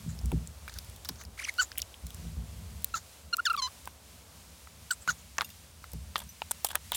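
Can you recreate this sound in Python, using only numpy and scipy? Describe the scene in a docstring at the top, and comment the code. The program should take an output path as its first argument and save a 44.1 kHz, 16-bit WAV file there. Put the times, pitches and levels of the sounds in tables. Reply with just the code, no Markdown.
"""Kitchen shears cut rubbery seafood held in steel chopsticks: wet flesh squeaks on the blades by stick-slip.
Sliding edges rub noise through the blade resonances, and light contacts click as short filtered bursts.
The tips knock and scratch a thin metal pan, whose decaying modes thud and whose resonances colour the grit.
A small microphone outdoors adds a low rumble and jolts of its mount, distant air and a slightly wavering hiss."""
import sys
import numpy as np
from scipy.fft import rfft, irfft, next_fast_len
from scipy.io import wavfile
from scipy.ndimage import map_coordinates

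SR = 44100
rng = np.random.default_rng(int(sys.argv[2]) if len(sys.argv) > 2 else 0)


def log_audio(samples):
    """Write samples as a 16-bit WAV file to the path given in sys.argv[1]."""
    # one column per channel
    frames = np.atleast_2d(samples).T
    # limit to full scale, then quantise
    limited = np.clip(frames, -1, 1)
    pcm = np.round(limited * 32767).astype(np.int16)
    wavfile.write(sys.argv[1], SR, pcm)


N = 306936  # samples


def amp(db):
    """Decibel law: a level in dB as a linear amplitude."""
    return 10 ** (np.asarray(db) / 20)


def unit(x):
    """Normalisation: the signal scaled to an rms of 1."""
    return x / np.sqrt(np.mean(x ** 2) + 1e-20)


def filtered(x, response):
    """Linear filtering: the spectrum of x times a complex response of frequency."""
    m = next_fast_len(len(x) + 8192)
    spectrum = rfft(x, m) * response(np.fft.rfftfreq(m, 1 / SR))
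    return irfft(spectrum, m)[:len(x)]


def resonant(modes):
    """Modal superposition: causal second-order resonances summed with alternating sign."""
    def response(f):
        total = 0
        for k, (centre, width, db) in enumerate(modes):
            damping = 1j * f * width
            total = total + (-1) ** k * amp(db) * damping / (centre * centre - f * f + damping + 1e-9)
        return total
    return response


def coloured(points):
    """Spectral envelope: gain interpolated in dB along a logarithmic frequency axis."""
    f, db = np.transpose(points)
    return lambda hz: amp(np.interp(np.log(hz + 1), np.log(f), db, left=-120, right=-120))


def noise(response):
    """Filtered random excitation: coloured noise of rms 1."""
    return unit(filtered(rng.standard_normal(N), response))


def wobble(rate, size=N):
    """Slow random modulation: a smooth curve through random knots, rate of them a second."""
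    knots = rng.standard_normal(int(size * rate / SR) + 4)
    return map_coordinates(knots, [np.arange(size) * rate / SR])


def stroke(rows):
    """Piecewise-linear control: sample slice, soft-edged gate and interpolated columns of a short table."""
    s, *columns = np.transpose(rows)
    i = np.arange(round(s[0] * SR), min(N, round(s[-1] * SR)))
    # a stroke that reaches the last sample of the scene has no closing edge
    to_end = i[-1] - i + (i[-1] == N - 1) * SR
    edge = np.minimum(i - i[0], to_end) / (.002 * SR)
    return slice(i[0], i[-1] + 1), np.clip(edge, 0, 1), [np.interp(i / SR, s, c) for c in columns]


def swell(s, rise, fall):
    """Growth and decay: slice, gate and progress, -1 at the start, 0 when fullest, 1 at the end."""
    return stroke([(s - rise, -1), (s, 0), (s + fall, 1)])


def ends(u, first, last, power=1):
    """Power-law slopes: 0 when fullest, bending to a first and a last value."""
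    return np.where(u < 0, first, last) * np.abs(u) ** power


def add(out, s, sound):
    """Superposition: mix a short sound in at s seconds."""
    out[round(s * SR):][:len(sound)] += sound


def ring(modes, seconds=.15, rise=0.00042):
    """Free vibration: exponentially decaying sines, each at a new strength for every blow."""
    t = np.arange(int(seconds * SR)) / SR
    spread_db = rng.normal(0, 1.5, len(modes))
    waves = [amp(db - 60 * t / t60) * np.sin(2 * np.pi * hz * t) for hz, db, t60 in modes]
    return amp(spread_db) @ waves * (1 - np.exp(-t / rise))


def taps(events, modes, **shape):
    """Impulsive excitation: touches that leave a body ringing in its modes."""
    out = np.zeros(N + SR)
    for s, db in events:
        add(out, s, amp(db) * ring(modes, **shape))
    return out[:N]


def grit(size, modes, clump_db=0):
    """Frictional excitation: lumpy noise of rms 1 from a set of resonances."""
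    lumps = amp(3 * wobble(350, size=size))
    clumps = amp(clump_db * wobble(66, size=size))
    return unit(filtered(rng.standard_normal(size), resonant(modes)) * lumps * clumps)


# Level of the distant outdoor air: (time [s], level [dB])
AIR_LEVEL = [(0.0, -65), (1.18, -61.5), (6.96, -68)]
# Spectra of the air and of the microphone's hiss: (frequency [Hz], relative density [dB])
AIR_SPECTRUM = [(150, -26), (250, -9), (301, -12), (344, -14), (561, -9.5), (1600, -19), (2080, -42),
                (3520, -120)]
HISS_SPECTRUM = [(530, -36), (900, -2), (1470, -4), (2240, -1), (2780, -1), (3330, -1), (4610, -1),
                 (8510, -1.5), (12800, -6), (15900, -9)]
HISS_DB = -57.5


def background():
    """Stationary noise, slowly modulated: distant outdoor air and the microphone's hiss."""
    s, db = np.transpose(AIR_LEVEL)
    air_db = np.interp(np.arange(N) / SR, s, db) + 0.75 * wobble(11)
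    air = amp(air_db) * noise(coloured(AIR_SPECTRUM))
    hiss = amp(HISS_DB + 1.56 * wobble(8)) * noise(coloured(HISS_SPECTRUM))
    return air + hiss


# Shaking of the microphone's mount: (time [s], low resonances [dB], high resonances [dB])
MOUNT_SHAKE = [(0, -42, -52), (.4, -44, -47.5), (.6, -49, -66.5), (1.3, -48, -59), (1.5, -58, -81),
               (2, -53, -65.5), (2.3, -43, -52), (2.75, -46.5, -55), (3.05, -56.5, -68.5), (5.6, -56, -64),
               (6.1, -51, -62.5), (6.4, -58.5, -64), (6.96, -52, -60)]
# Low and high resonances of the mount: (frequency [Hz], width [Hz], relative level [dB])
MOUNT_LOW_MODES = [(59.9, 19.1, 2), (84.7, 32.8, -2)]
MOUNT_HIGH_MODES = [(163.2, 31, 5), (232.7, 16.6, 0.5)]


def rumble():
    """Forced vibration: lumpy noise drives the resonances of the microphone's mount."""
    s, low_db, high_db = np.transpose(MOUNT_SHAKE)
    t, lumps = np.arange(N) / SR, wobble(14)
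    low = unit(noise(resonant(MOUNT_LOW_MODES)) * amp(1.3 * lumps))
    high = unit(noise(resonant(MOUNT_HIGH_MODES)) * amp(2.86 * lumps))
    return amp(np.interp(t, s, low_db)) * low + amp(np.interp(t, s, high_db)) * high


# Jolts of the mount: (time [s], strength [dB], middle modes against it [dB], knock against it [dB])
MOUNT_JOLTS = [(.063, -35.5, 1.5, -12), (0.238, -21, -15, -22), (.327, -22, -5.5, -4),
               (0.89, -37.5, -22, -27), (1.094, -48.5, 2.5, 7.5), (1.271, -39, -22, -20),
               (2.038, -32, -12, -27), (2.251, -35, -5.5, -14), (2.37, -29, -10.5, -21),
               (5.078, -48.5, 4, -8), (5.937, -34.5, -4.5, -8)]
# Low, middle and knocking modes: (frequency [Hz], relative level [dB], decay by 60 dB [s])
JOLT_LOW_MODES = [(61.8, 3, 0.3), (82.9, -1, 0.15)]
JOLT_MIDDLE_MODES = [(120, 0, 0.28), (160.2, 4, 0.23), (217.6, -3, 0.19)]
JOLT_KNOCK_MODES = [(265.5, 1, 0.087), (340, 0, 0.055), (435, -7, 0.07), (744, -3, 0.022)]


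def jolts():
    """Transient response: soft pushes swing the mount, and quicker onsets ring its higher modes."""
    s, db, middle_db, knock_db = np.transpose(MOUNT_JOLTS)
    low = taps(zip(s, db), JOLT_LOW_MODES, seconds=.5, rise=0.008)
    middle = taps(zip(s, db + middle_db), JOLT_MIDDLE_MODES, seconds=0.65, rise=0.0031)
    knock = taps(zip(s, db + knock_db), JOLT_KNOCK_MODES, rise=0.0025)
    return low + middle + knock


# Tips scratching the pan: (time when fullest [s], rise [s], fall [s], wall level [dB],
# bottom level [dB], lift of the highest bottom mode [dB])
PAN_SCRATCHES = [(5.402, .008, 0.007, -62, -40, -9), (5.426, 0.0091, 0.017, -59, -40.5, -8),
                 (6.162, 0.0031, 0.024, -57, -33, 6), (6.181, 0.0021, .009, -33, -41, 3),
                 (6.193, 0.0052, 0.0088, -42, -44, 1), (6.204, 0.0044, 0.013, -47, -40.5, 6),
                 (6.223, 0.0075, 0.021, -58, -45, -4), (6.517, 0.0051, 0.0056, -27.5, -37, 1.5),
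                 (6.649, 0.0027, 0.02, -27, -32.5, 0.5), (6.67, 0.0088, 0.0072, -33.5, -43.5, 12),
                 (6.689, .003, 0.015, -40, -40, 7), (6.707, 0.0075, 0.012, -48, -41.5, 4),
                 (6.715, 0.0047, 0.013, -40.5, -40, 4), (6.733, .005, 0.018, -61, -42, -6),
                 (6.753, .005, 0.028, -46, -31, -7), (6.924, 0.0028, 0.0069, -55, -37, -2),
                 (6.933, 0.0052, .006, -68, -37.5, 12), (6.944, .008, .008, -57, -36, 12),
                 (6.953, 0.0076, 0.022, -30, -34, 18)]
# Resonances of the wall and the bottom: (frequency [Hz], width [Hz], relative level [dB])
PAN_WALL_MODES = [(5800, 3700, -2), (7600, 380, 12), (9140, 890, 10.5), (12200, 3300, 5.5), (14600, 580, 9)]
PAN_BOTTOM_MODES = [(900, 600, 1), (1750, 520, -1), (3250, 600, -0.5)]
DRAG_FIRST_DB, DRAG_LAST_DB, DRAG_POWER = -3.5, -29, 0.88  # level at the two ends; bend of the slopes


def dragging():
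    """Friction-driven plate: scratching tips excite the wall and the bottom of the pan."""
    out = np.zeros(N)
    *low_modes, (hz, width, db) = PAN_BOTTOM_MODES
    for s, rise, fall, wall_db, bottom_db, lift_db in PAN_SCRATCHES:
        at, gate, (u,) = swell(s, rise, fall)
        shape = gate * amp(ends(u, DRAG_FIRST_DB, DRAG_LAST_DB, DRAG_POWER))
        wall = grit(len(u), PAN_WALL_MODES)
        bottom = grit(len(u), [*low_modes, (hz, width, db + lift_db)], clump_db=1.5)
        out[at] += shape * (amp(wall_db) * wall + amp(bottom_db) * bottom)
    return out


# Chopsticks touching: (time [s], level [dB])
CHOPSTICK_TOUCHES = [(5.4455, -46.5), (5.502, -54)]
# Modes of a chopstick: (frequency [Hz], relative level [dB], decay by 60 dB [s])
CHOPSTICK_MODES = [(2780, 3, 0.038), (3600, -2, 0.065), (4960, -1, 0.041), (6708, -2, 0.055),
                   (9109, 1, .06), (12130, 5, .06)]


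def chopstick_touches():
    """Bar vibration: touching chopsticks ring in their modes."""
    return taps(CHOPSTICK_TOUCHES, CHOPSTICK_MODES)


# A blade tip touching steel: (time [s], level [dB])
TIP_TOUCHES = [(6.2911, -43.5)]
# Modes of the tip: (frequency [Hz], relative level [dB], decay by 60 dB [s])
TIP_MODES = [(5970, -0.5, 0.086), (13700, -6, .1)]


def tip_touches():
    """Free vibration after contact: a blade tip rings against steel."""
    return taps(TIP_TOUCHES, TIP_MODES)


CRACK_T60_S, HARD_SHORTENS = 0.012, 0.13  # decay at a peak of -32 dB; dB shorter per dB harder


def crack(db, hz, treble_db):
    """Impact spectrum: a brief noise burst resonates near its own pitch; harder impacts are shorter."""
    t = np.arange(int(.08 * SR)) / SR
    t60 = np.clip(CRACK_T60_S * amp(-HARD_SHORTENS * (db + 32)), .002, .08)
    burst = amp(-60 * t / t60) * rng.standard_normal(len(t))
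    burst[0] = 1.8  # a firm first sample
    near, broad = resonant([(hz, .5 * hz, 0)]), resonant([(9140, 24500, 0)])
    burst = filtered(burst, lambda f: near(f) ** 2 + amp(treble_db) * broad(f) ** 2)
    return amp(db) * burst / np.abs(burst).max()


# Light clicks of steel: (time [s], peak level [dB], ringing frequency [Hz], treble against it [dB])
STEEL_CLICKS = [(0.1896, -34, 5500, -10), (0.2575, -29, 7800, -8), (0.4733, -31.5, 7600, -16),
                (.684, -35, 2100, -19), (.7398, -34, 5600, -13), (0.787, -26.5, 4650, -7),
                (.8465, -39.5, 8750, -3), (.898, -39.5, 9300, -3), (.962, -38, 3500, -6),
                (1.0484, -28.5, 3800, -2), (1.089, -20.5, 4860, -2.5), (1.158, -43, 4900, -12),
                (1.2145, -39, 2200, -16), (1.2372, -35.5, 2200, -13), (1.251, -36.5, 5430, -11),
                (1.54, -36, 4730, -1), (1.5805, -32, 4900, -13), (1.727, -41, 2900, -16),
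                (1.756, -40, 2100, -16), (1.777, -24.5, 2930, -12.5), (1.7821, -14, 12200, 13),
                (1.789, -30, 2900, -9), (1.7938, -30, 2880, -9), (1.8005, -30, 4770, -12),
                (1.8187, -18, 5800, -12), (1.826, -35.5, 3180, -18), (1.9418, -36, 2980, -18),
                (2.0674, -30.5, 7840, 0), (2.105, -35.5, 3630, 0), (2.1456, -31, 8100, 1),
                (2.8214, -40, 9560, -7), (2.8447, -11, 12800, -1), (3.3688, -20.5, 14600, 18),
                (3.499, -31, 4000, -13), (3.5305, -29.5, 2640, -3), (3.5656, -29, 3540, -15),
                (3.856, -32.5, 7760, 9), (4.9113, -19, 4640, -1), (5.369, -42, 1600, -14),
                (5.4465, -36, 5500, -3), (5.491, -38, 2500, -6), (5.502, -39, 5500, -3),
                (5.9177, -38, 9170, -12), (6.2384, -40, 8600, -7)]


def clicks():
    """Impulsive contact: light cracks of steel on steel."""
    out = np.zeros(N + SR)
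    for s, *blow in STEEL_CLICKS:
        add(out, s, crack(*blow))
    return out[:N]


# Knocks on the pan: (time [s], crack peak level [dB], crack ringing frequency [Hz],
# treble against the ringing [dB], thud level [dB], thud frequency [Hz])
PAN_KNOCKS = [(0.2138, -42, 7360, -12, -45.5, 750), (.3178, -28.5, 2880, -13, -30.5, 890),
              (.679, -38, 4540, -12, -27, 1500), (1.0921, -24, 5130, -10, -33, 990),
              (1.7175, -31.5, 4900, -22, -32, 1650), (3.8743, -33.5, 3340, -4, -24.5, 1007),
              (4.6727, -55, 4570, -9, -37, 1290), (5.0768, -31, 6730, 7, -17.5, 1360),
              (5.3828, -17, 5870, -24, -14.5, 1780), (5.3859, -27, 1870, -36, -19, 1110),
              (5.409, -18, 4050, -31, -13.5, 1415), (5.4172, -23.5, 3600, -7, -19, 1200),
              (5.8414, -38.5, 4100, -7, -33.5, 1330), (5.934, -29, 10100, 13, -45, 595),
              (6.1574, -20.5, 3270, -40, -15, 1210), (6.4189, -24, 2770, -42, -23, 880),
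              (6.5107, -17, 9100, -25, -26, 916), (6.6465, -12.5, 8350, 3, -20.5, 820),
              (6.7546, -8.5, 11500, -1.5, -13, 1685), (6.9195, -16.5, 3100, -15, -22, 965)]
THUD_T60_S, THUD_STEEP = .014, 1.2  # decay at 1 kHz; higher thuds die faster by this power


def pan_knocks():
    """Plate bending: a cracking blow bends the thin pan for a few cycles and leaves it rattling."""
    out, t = np.zeros(N + SR), np.arange(int(.08 * SR)) / SR
    for s, *blow, thud_db, thud_hz in PAN_KNOCKS:
        t60 = THUD_T60_S * (1000 / thud_hz) ** THUD_STEEP
        bend = [(thud_hz, thud_db, t60),
                (0.874 * thud_hz, thud_db - 11.5, t60),
                (1.51 * thud_hz, thud_db - 11.5, 1.67 * t60),
                (2.564 * thud_hz, thud_db - 13.5, 0.39 * t60)]
        rattle = amp(thud_db - 23 - 60 * t / 0.032) * grit(len(t), [(2460, 1100, 0)])
        add(out, s, crack(*blow) + rattle)
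        add(out, s, ring(bend))
    return out[:N]


# Edge sliding on edge: (time when fullest [s], rise [s], fall [s], level [dB],
# wet squelch against it [dB], frequency factor of the blade modes [ratio])
EDGE_SLIDES = [(0.095, 0.011, 0.065, -53, -5, 1.06), (.7, 0.01, 0.0069, -60, 12.5, .99),
               (0.725, 0.0075, 0.018, -63, 8, .99), (.765, 0.023, 0.031, -64, 11, 0.9),
               (1.052, 0.0032, 0.019, -44.5, -1.5, 0.79), (1.093, 0.0077, 0.015, -45, -1, 0.79),
               (1.214, 0.033, 0.032, -50.5, -1, 0.94), (1.621, .026, 0.038, -31.5, -10, 1.035),
               (2.962, .025, 0.047, -39, -4, 0.99), (3.621, .004, 0.0054, -48, 9, 1.07),
               (3.676, 0.007, 0.015, -55.5, 8, 0.71), (4.917, 0.012, 0.032, -31.5, -14, 1.174),
               (5.024, 0.017, 0.03, -53, -11, 1.11), (5.105, 0.032, 0.031, -35.5, -4, 0.96),
               (5.195, 0.031, .04, -59, -14, 1.0)]
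# Resonances of the blades and of the wet flesh: (frequency [Hz], width [Hz], relative level [dB])
BLADE_MODES = [(4250, 550, 6), (6570, 640, 19.5), (7250, 480, 20.5), (9000, 12000, -3.5), (15300, 800, -3)]
SQUELCH_MODES = [(1500, 680, 2.5), (1970, 1500, -6.5), (4030, 1300, -3)]
SHEAR_FIRST_DB, SHEAR_LAST_DB, SHEAR_POWER = -17, -31, 1.68  # level at the two ends; bend of the slopes


def shearing():
    """Sliding friction: edge on edge excites the blade modes, and the flesh squelches below."""
    out = np.zeros(N)
    for s, rise, fall, db, wet_db, shift in EDGE_SLIDES:
        at, gate, (u,) = swell(s, rise, fall)
        modes = [(hz * shift, width, mode_db) for hz, width, mode_db in BLADE_MODES]
        level_db = db + ends(u, SHEAR_FIRST_DB, SHEAR_LAST_DB, SHEAR_POWER)
        squelch = amp(wet_db) * grit(len(u), SQUELCH_MODES, clump_db=2)
        out[at] += gate * amp(level_db) * (grit(len(u), modes) + squelch)
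    return out


# Resonances of the rasp of slipping: (frequency [Hz], width [Hz], relative level [dB])
RASP_MODES = [(2490, 2300, 1.5), (5770, 4600, 0), (9800, 2000, 1.5)]


def slips(hz, db, under_db, loss_db, colour, jitter, rough_db, rasp_db):
    """Stick-slip oscillation: a harmonic series whose overtones fall away and take the colour of the steel."""
    size = len(hz)
    phase = 2 * np.pi * np.cumsum(hz * (1 + jitter * wobble(526, size=size))) / SR
    # the slipping also rasps, following the second harmonic at 0.55 dB per dB
    out = amp(0.55 * (db - under_db - loss_db) + rasp_db) * grit(size, RASP_MODES, clump_db=2)
    gain_at = coloured(colour)
    for k in range(10):
        # uneven slips break up the higher overtones
        slope_db = rough_db * wobble(644, size=size) - loss_db
        gain = amp(db - under_db * (k > 0) + k * slope_db) * gain_at((k + 1) * hz)
        # each overtone lags a little more, so the slips are not sharp spikes
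        out += np.sqrt(2) * gain * np.cos((k + 1) * phase + (k + 1) ** 2 / 2)
    return out


# One thin wavering chirp while the blades work into the flesh: (time [s], frequency [Hz], level [dB])
CHIRP_GLIDE = [(1.375, 953, -48), (1.388, 1656, -52), (1.398, 2483, -38), (1.408, 1040, -50),
               (1.42, 1138, -42.5), (1.434, 2105, -48), (1.439, 2775, -44), (1.445, 3300, -33.5),
               (1.452, 2630, -32), (1.458, 1500, -60), (1.474, 900, -45), (1.483, 1463, -43),
               (1.489, 2280, -40), (1.495, 2115, -31.5), (1.499, 1750, -50), (1.508, 2100, -58)]
# Colour of the chirp: (frequency [Hz], gain [dB])
CHIRP_GAIN = [(800, -18), (1500, -2.5), (2200, 5), (3100, -10), (4200, -8), (6100, 4), (7500, -14),
              (16000, -30)]
CHIRP_LOSS_DB = 6  # per overtone


def chirp():
    """Irregular stick-slip: a rough, thin slip whose rate wavers widely."""
    out = np.zeros(N)
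    at, gate, (hz, db) = stroke(CHIRP_GLIDE)
    out[at] = gate * slips(hz, db, 0, CHIRP_LOSS_DB, CHIRP_GAIN, jitter=.016, rough_db=.9, rasp_db=-21)
    return out


# Flesh slipping on steel: (time when full [s], rise [s], hold [s], fall [s],
# frequency at the start, when full, after the hold and at the end [Hz], level before colouring [dB],
# overtones under the tone [dB], loss per overtone when full and after the hold [dB])
FLESH_SQUEAKS = [(1.598, .014, .008, 0.017, 1390, 1500, 1515, 1205, -24.5, 0.5, 2, 5),
                 (2.943, 0.0033, 0.0033, 0.018, 1460, 1340, 1370, 1200, -28.5, 5, 3, 9),
                 (3.334, 0.0069, 0.0093, 0.0069, 1440, 1400, 1425, 1170, -30.5, -1, 2, 2),
                 (3.397, 0.014, 0.0055, 0.0049, 1245, 1450, 1390, 1260, -27.5, 1, 15, 19),
                 (3.455, 0.0035, 0.016, 0.025, 1710, 1830, 1456, 1163, -27.5, 2.5, -3.5, 0.5),
                 (3.504, 0.007, 0.012, .008, 1356, 1400, 1323, 1200, -26, -5.5, 11.5, 18),
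                 (3.546, 0.011, 0.0042, 0.0066, 1434, 1330, 1240, 1060, -29.5, -5, 13.5, 15),
                 (3.576, .003, .025, .011, 1310, 1195, 1065, 1050, -34, 5, 1, -0.5),
                 (3.622, 0.0063, 0.047, 0.0187, 995, 1034, 1002, 1190, -37, 8.5, -3, -1),
                 (4.91, 0.0044, 0.0037, 0.013, 1576, 1500, 1490, 1290, -27.5, 6.5, -3, 8),
                 (5.088, .005, 0.0096, 0.0083, 1300, 1490, 1435, 1190, -25, 10.5, 5.5, 4)]
# Colour of a squeak: (frequency [Hz], gain [dB])
SQUEAK_GAIN = [(900, -3.5), (1500, 0.5), (2100, -15), (2900, -1.5), (3400, -6.5), (4200, 5.5), (5100, -10),
               (6200, -7.5), (7200, -16.5), (9000, -47), (16000, -36)]
SQUEAK_FIRST_DB, SQUEAK_LAST_DB, SQUEAK_POWER = -7.5, -11.5, 0.89  # level at the two ends; bend of the slopes
DULL_FIRST_DB, DULL_LAST_DB, DULL_POWER = 5.5, 6, 0.31  # extra loss per overtone at the two ends; its bend


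def squeal():
    """Gliding stick-slip: each squeak swells, holds and fades, losing overtones towards both ends."""
    out = np.zeros(N)
    for s, rise, hold, fall, *pitch, db, under_db, full_db, held_db in FLESH_SQUEAKS:
        times = s + np.cumsum([-rise, rise, hold, fall])
        losses = [full_db, full_db, held_db, held_db]
        at, gate, (u, hz, loss_db) = stroke(list(zip(times, [-1, 0, 0, 1], pitch, losses)))
        level_db = db + ends(u, SQUEAK_FIRST_DB, SQUEAK_LAST_DB, SQUEAK_POWER)
        dull_db = loss_db + ends(u, DULL_FIRST_DB, DULL_LAST_DB, DULL_POWER)
        tone = slips(hz, level_db, under_db, dull_db, SQUEAK_GAIN, jitter=.003, rough_db=.3, rasp_db=-33)
        out[at] += gate * tone
    return out


def scene():
    """Superposition: all sources add at one microphone."""
    surroundings = background() + rumble() + jolts()
    steel = clicks() + pan_knocks() + chopstick_touches() + tip_touches()
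    friction = dragging() + shearing() + chirp() + squeal()
    return (surroundings + steel + friction)[None]


TOP_HZ = 17030  # upper limit of the sound: nothing is heard above this frequency


def record(dry):
    """Band limiting: the microphone weakens the deepest bass, and nothing is heard above the upper limit."""
    def response(hz):
        bass_cut = 1 / (1 + (55 / (hz + 1)) ** 10)
        return (hz < TOP_HZ) * (amp(-17) + bass_cut)
    return filtered(dry[0], response)[None]


dry = scene()
out = record(dry)
log_audio(out)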